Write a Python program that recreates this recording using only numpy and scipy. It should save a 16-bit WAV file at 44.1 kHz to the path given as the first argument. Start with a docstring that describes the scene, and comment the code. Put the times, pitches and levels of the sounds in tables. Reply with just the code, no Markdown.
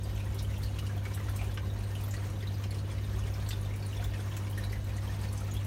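"""Aquarium pump and trickle

A mains-driven pump hums and shakes its cabinet while the return water trickles close by.
Drops snap at the surface and trapped bubbles ring; the glass walls reflect each within milliseconds.
Behind them lie a fizz of small bubbles, the wash and gurgle of the overflow and a faint room."""
import sys
import numpy as np
from scipy import signal
from scipy.fft import rfft, irfft
from scipy.io import wavfile
from scipy.ndimage import uniform_filter1d

SR = 44100
rng = np.random.default_rng(int(sys.argv[2]) if len(sys.argv) > 2 else 0)


def master(y):
    """Save y as 16-bit WAV."""
    cut = np.clip(np.atleast_2d(y).T, -1, 1)
    pcm = np.round(cut * 32767)  # scale
    wavfile.write(sys.argv[1], SR, pcm.astype(np.int16))


N = 249606
TIME, FREQS = np.arange(N) / SR, np.fft.rfftfreq(N, 1 / SR)
EVENT_TIME = np.arange(4096) / SR


def amp(db):
    """Amplitude grows tenfold every 20 dB."""
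    return 10 ** (np.asarray(db) / 20)


def unit(x):
    """Normalisation to an rms of 1."""
    return x / np.sqrt(np.mean(x ** 2) + 1e-20)


def add(mix, s, sound):
    """Superposition: a sound joins the mix at s seconds."""
    part = mix[max(round(s * SR), 0):][:len(sound)]
    part += sound[:len(part)]


def swing(curve):
    """Linear interpolation of a level curve, in dB about its mean."""
    s, db = np.transpose(curve)
    return np.interp(TIME, s, db - db.mean())


def drift(hz):
    """Low-passed noise: a random fluctuation of rms 1, up to about hz."""
    return unit(irfft(rfft(rng.standard_normal(N)) * np.exp(-(FREQS / hz) ** 2), N))


def resonances(modes, low_cut_hz=33):
    """Random excitation of resonances: their peaks add in power, with random phase."""
    peaks = (amp(db) * unit(1 / (1 + (2 * (FREQS - hz) / width) ** 2)) for hz, width, db in modes)
    magnitude = np.sqrt(sum(peak ** 2 for peak in peaks))
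    low_cut = FREQS ** 4 / (FREQS ** 4 + low_cut_hz ** 4)
    phase = np.exp(2j * np.pi * rng.random(len(FREQS)))
    return irfft(magnitude * low_cut * phase, N) * np.sqrt(N)


def room(x, level_db=-14, t60=0.3, gap_s=0.01):
    """Reverberation: the diffuse field of the room decays exponentially."""
    t = TIME[:SR // 2]
    tail = rng.standard_normal(len(t)) * np.exp(-np.log(1000) * t / t60) * (t > gap_s)
    return amp(level_db) * signal.fftconvolve(x, tail / np.linalg.norm(tail))[:N]


def in_tank(x, direct_db, glass_t60=0.1, hood_db=-8, hood_t60=0.057, build_s=0.0006):
    """Early reflections off glass and hood, different for each spot on the surface."""
    paths = amp(direct_db) * signal.unit_impulse(len(EVENT_TIME))
    build_up = 1 - np.exp(-EVENT_TIME / build_s)
    for gain, t60 in ((1, glass_t60), (amp(hood_db), hood_t60)):
        echo = rng.standard_normal(len(paths)) * np.exp(-np.log(1000) * EVENT_TIME / t60) * build_up
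        paths += gain * echo / np.linalg.norm(echo)
    wet = signal.fftconvolve(x, paths)[:len(paths)]
    return wet / np.linalg.norm(wet) * np.sqrt(.016 * SR)  # the energy of 16 ms at rms 1


# Cabinet modes. Each row: frequency in Hz, width in Hz, level in dB before the surges.
CABINET_MODES = [(49, 5.3, -45), (63.5, 5.8, -42)]
# Hollow modes of tank and pipes. Each row: frequency in Hz, width in Hz, level in dB.
PIPE_MODES = [(36.2, 10, -57), (84.4, 2.5, -50), (96, 19, -50), (136, 70, -50.5), (207.6, 80, -56.5),
              (351, 144, -57.5), (513, 110, -59.5)]
# Surges of the cabinet. Each row: time in seconds, relative level in dB, scaled by depth.
SURGES = [(0, -39.5), (0.7, -36.5), (1.05, -47), (1.35, -37.5), (2.55, -49.5), (3.2, -36.5), (3.85, -49),
          (4.07, -34), (4.33, -53), (4.6, -41), (5.66, -42)]


def rumble(depth=0.76):
    """Forced vibration: churning water shakes the cabinet in surges and murmurs in the pipes."""
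    shake = resonances(CABINET_MODES)
    envelope = np.sqrt(abs(uniform_filter1d(unit(shake) ** 2, size=9000)) + 1e-6)
    steady_shake = shake / envelope
    return steady_shake * amp(depth * swing(SURGES)) + resonances(PIPE_MODES)


# Pump hum. Each row: multiple of the mains frequency, level in dB.
HUM_HARMONICS = [(1, -51), (2, -35), (3, -55), (4, -53.5), (5, -58.5), (6, -61), (8, -74.5), (9, -81.5),
                 (10, -70), (11, -65), (31, -73), (32, -78)]
# Faint motor whine. Each row: frequency in Hz, width in Hz, level in dB.
WHINE_BANDS = [(315, 6.9, -65), (671.4, 12, -69), (1845, 72, -69), (2950, 27, -72), (3850, 43, -72.5)]


def pump(mains_hz=50.02, waver_db=0.17, waver_hz=5, jitter_cycles=0.0038):
    """A harmonic series on the mains frequency, wavering with the load on the impeller."""
    cycles = mains_hz * TIME + jitter_cycles * drift(0.57)
    hum = sum(amp(db) * np.sqrt(2) * np.cos(2 * np.pi * (k * cycles + rng.random()))
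              for k, db in HUM_HARMONICS)
    return hum * amp(waver_db * drift(waver_hz)) + resonances(WHINE_BANDS)


# Strength of the trickle. Each row: time in seconds, relative level in dB, scaled by depth.
FLOW_CURVE = [(0.0, -51.5), (0.33, -52.5), (0.72, -51.5), (1.29, -50), (1.7, -52.5), (2.05, -50),
              (2.73, -53.5), (2.98, -50.5), (3.81, -51.5), (4.13, -50), (4.96, -51.5), (5.14, -49.5),
              (5.66, -49.5)]


def flow_gain(depth=0.81, flutter_db=1.16, flutter_hz=14):
    """Amplitude modulation: the falling water swells slowly and flutters."""
    return amp(depth * swing(FLOW_CURVE) + flutter_db * drift(flutter_hz))


# Spectrum of running water. Each row: frequency in Hz, relative gain in dB.
WATER_SPECTRUM = [(150, 4), (400, -5.5), (1000, 0), (1300, -4.5), (2200, -6), (4100, -10.5), (4900, -14),
                  (6500, -12.5), (7700, -19.5), (8400, -16.5), (9600, -16), (10400, -24), (11200, -20),
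                  (13200, -18.5), (16000, -21)]


def water_colour(x):
    """Spectral shaping gives a signal the timbre of running water, at rms 1."""
    hz, db = np.transpose(WATER_SPECTRUM)
    gain = amp(np.interp(np.log(FREQS + 1), np.log(hz), db))
    low_cut = np.minimum(FREQS / hz[0], 1) ** 2
    return unit(irfft(rfft(x) * gain * low_cut, N))


def wash(flow, level_db=-55.0):
    """Broadband flow noise: water rushes over the overflow."""
    return amp(level_db) * flow * water_colour(rng.standard_normal(N))


def bubble(hz, decay_cycles, rise, onset_cycles=0.82):
    """A damped oscillator: trapped air rings, its pitch climbing as it nears the surface."""
    age = hz * EVENT_TIME / decay_cycles
    pitch = hz * (1 + rise * np.tanh(age - .5))
    pinch_off = 1 - np.exp(-hz * EVENT_TIME / onset_cycles)
    return np.sin(2 * np.pi * np.cumsum(pitch) / SR) * pinch_off * np.exp(-age)


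# Air gulped by the overflow. Each row: pitch in Hz, rms level in dB, mean gulps per second.
AIR_GULPS = [(389, -60, 14), (535, -64, 30), (690, -63, 24)]


def gurgle(pitch_spread=0.037, spread_db=1.5):
    """Large air volumes resonate low: the overflow swallows bubbles at uneven moments."""
    out = np.zeros(N)
    for hz, db, per_s in AIR_GULPS:
        gulps = np.zeros(N)
        gaps, detunes, strengths = rng.standard_normal((300, 3)).T
        starts = np.cumsum(abs(gaps) * np.sqrt(np.pi / 2)) / per_s
        for s, detune, strength in zip(starts[starts < N / SR], detunes, strengths):
            ring = bubble(hz * np.exp(pitch_spread * detune), decay_cycles=2.94, rise=0.046)
            add(gulps, s, amp(spread_db * strength) * ring)
        out += amp(db) * unit(gulps)
    return out


def fizz(flow, level_db=-54.0, bubbles_per_s=560, ticks_per_s=190, tick_db=-2, spread_db=2.5):
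    """Incoherent summation: small bubbles of many sizes merge with the ticks of fine spray."""
    def scatter(sound, per_s):
        """Convolution with random impulses, mostly weak, repeats a sound in the tank."""
        strikes = np.zeros(N)
        when, chance = rng.random((200, 2))[:int(per_s * N / SR) + 1].T
        strikes[(when * N).astype(int)] = amp(spread_db * np.minimum(-np.log(chance + 1e-9), 3))
        return signal.oaconvolve(strikes, in_tank(sound, direct_db=-12))[:N]
    pitches, treble_tilt, spray_spots = np.geomspace(600, 15000, 90), 0.56, 20
    per_pitch = bubbles_per_s / len(pitches)
    rings = sum(hz ** treble_tilt * scatter(bubble(hz, decay_cycles=6, rise=0.022), per_pitch)
                for hz in pitches)
    ticks = sum(scatter(np.ones(1), ticks_per_s / spray_spots) for _ in range(spray_spots))
    return amp(level_db) * flow * water_colour(unit(rings) + amp(tick_db) * unit(ticks))


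def snap(centre_hz, octaves, decay_s=0.00054):
    """Impact noise: a drop bursts the surface, higher in pitch the smaller the drop."""
    burst = rng.standard_normal(len(EVENT_TIME)) * np.exp(-EVENT_TIME / decay_s)
    edges = np.minimum(centre_hz * 2 ** (octaves * np.array([-.5, .5])), SR / 2 - 1)
    return signal.sosfilt(signal.butter(2, edges, "band", fs=SR, output="sos"), burst)


def plink(hz, snap_db=-9):
    """Air entrainment: a drop snaps, and the bubble it drags under rings."""
    ring = unit(bubble(hz, decay_cycles=5.6, rise=0.0026))
    impact = amp(snap_db) * unit(snap(1.15 * hz, octaves=3.2))
    return in_tank(ring + impact, direct_db=-9)


def dripping(per_s, level_db, low_hz, high_hz, db_per_octave, spread_db, count=120):
    """Jittered periodicity: one drip per beat, as start in seconds, level in dB, pitch in Hz."""
    when, height, strength = rng.random((count, 3)).T
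    octaves = height * np.log2(high_hz / low_hz)
    db = level_db + db_per_octave * octaves + spread_db * (2 * strength - 1)
    return zip((np.arange(count) + when) / per_s, db, low_hz * 2 ** octaves)


def patter():
    """Lesser impacts: middling bubbles ring and fine droplets snap among the large ones."""
    out = np.zeros(N)
    for s, db, hz in dripping(12, -53.5, low_hz=1003, high_hz=5560, db_per_octave=-0.5, spread_db=1):
        add(out, s, amp(db) * plink(hz))
    for s, db, hz in dripping(4, -55, low_hz=6100, high_hz=11900, db_per_octave=-1, spread_db=2):
        add(out, s, amp(db) * in_tank(snap(hz, octaves=1), direct_db=-11))
    return out


# Large drops. Each row: start in seconds, level in dB before gain_db, centre in Hz, width in octaves.
LARGE_DROPS = [(0.3446, -49, 9000, 1.5), (0.389, -43.5, 4200, 1), (0.4264, -49.5, 8150, 0.74),
               (0.6304, -48, 8000, 2), (0.788, -44.5, 4740, 2.6), (1.0515, -43.5, 1550, 1.3),
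               (1.1456, -43.5, 10900, 0.72), (1.1737, -44, 1800, 0.87), (1.284, -45, 1700, 2.2),
               (1.361, -41.5, 10000, 2.6), (1.4123, -44.5, 1450, 2.4), (1.5736, -39, 2020, 2),
               (2.0091, -48.5, 10000, 1.5), (2.038, -45.5, 13000, 0.44), (2.1395, -46.5, 4700, 2.1),
               (2.6383, -43.5, 2560, 1.6), (2.7071, -48.5, 8000, 2.2), (3.488, -39.5, 8350, 0.95),
               (3.5064, -38.5, 3250, 1.1), (4.0404, -44, 6250, 3.5), (4.136, -46, 3080, 1.1),
               (4.3666, -39.5, 6300, 4.6), (4.5786, -48, 11000, 0.7), (4.7227, -51, 4900, 3.1),
               (4.966, -48.5, 7150, 0.9), (5.3274, -47.5, 10900, 0.9), (5.375, -45.5, 6650, 0.81),
               (5.5385, -47, 9450, 1.2)]


def splashes(gain_db=-3.9):
    """Impact transients: large drops strike the surface and the tank reflects each snap."""
    out = np.zeros(N)
    for s, db, centre_hz, octaves in LARGE_DROPS:
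        add(out, s, amp(db + gain_db) * in_tank(snap(centre_hz, octaves), direct_db=-11))
    return out


# The loudest bubbles. Each row: start in seconds, level in dB before gain_db, pitch in Hz.
NEAR_BUBBLES = [(0.2005, -50.5, 2490), (0.336, -47, 382), (0.3926, -51.5, 3750), (0.446, -52.5, 3070),
                (0.5392, -52.5, 2730), (0.633, -48, 4500), (0.786, -45.5, 2900), (0.893, -49.5, 1630),
                (0.964, -47.5, 707), (1.0524, -45, 2230), (1.196, -51, 1980), (1.2828, -50.5, 1410),
                (1.3896, -47, 2400), (1.411, -44.5, 704), (1.574, -46, 1500), (1.9522, -47.5, 2970),
                (2.1092, -48.5, 7240), (2.137, -47, 1910), (2.4257, -48, 1930), (2.472, -49.5, 3950),
                (2.7077, -50, 4320), (2.846, -48, 400), (3.142, -46.6, 372), (3.339, -51.5, 5230),
                (3.51, -48.5, 3690), (3.529, -45.5, 3600), (3.7365, -51.5, 2350), (3.803, -52, 393),
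                (3.8254, -52, 4540), (3.863, -51, 9252), (3.928, -51, 2850), (3.9688, -50, 3400),
                (3.996, -45, 706), (4.022, -48, 1480), (4.042, -49.5, 3520), (4.1368, -48, 1830),
                (4.1904, -51, 1480), (4.576, -42, 1835), (4.6375, -46, 3930), (4.7267, -45, 2000),
                (4.9802, -51.5, 1950), (5.021, -51.5, 1190), (5.252, -48, 540), (5.512, -48.5, 6750),
                (5.5658, -47, 3380)]


def near_bubbles(gain_db=-0.1):
    """Bubble resonance: each nearby pocket of air rings at its own natural frequency."""
    out = np.zeros(N)
    for s, db, hz in NEAR_BUBBLES:
        add(out, s, amp(db + gain_db) * plink(hz))
    return out


def scene():
    """Superposition of pump and water in one channel; only drops and bubbles reverberate."""
    flow = flow_gain()
    trickle = near_bubbles() + splashes() + patter() + fizz(flow) + gurgle()
    return (pump() + rumble() + wash(flow) + trickle + room(trickle))[None]


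def record(dry, cutoff_hz=15850):
    """Band limiting: a steep low-pass filter removes the highest treble."""
    low_pass = signal.firwin(1023, cutoff_hz, window=("kaiser", 9), fs=SR)
    return signal.oaconvolve(dry, low_pass[None], "same")


dry = scene()
out = record(dry)
master(out)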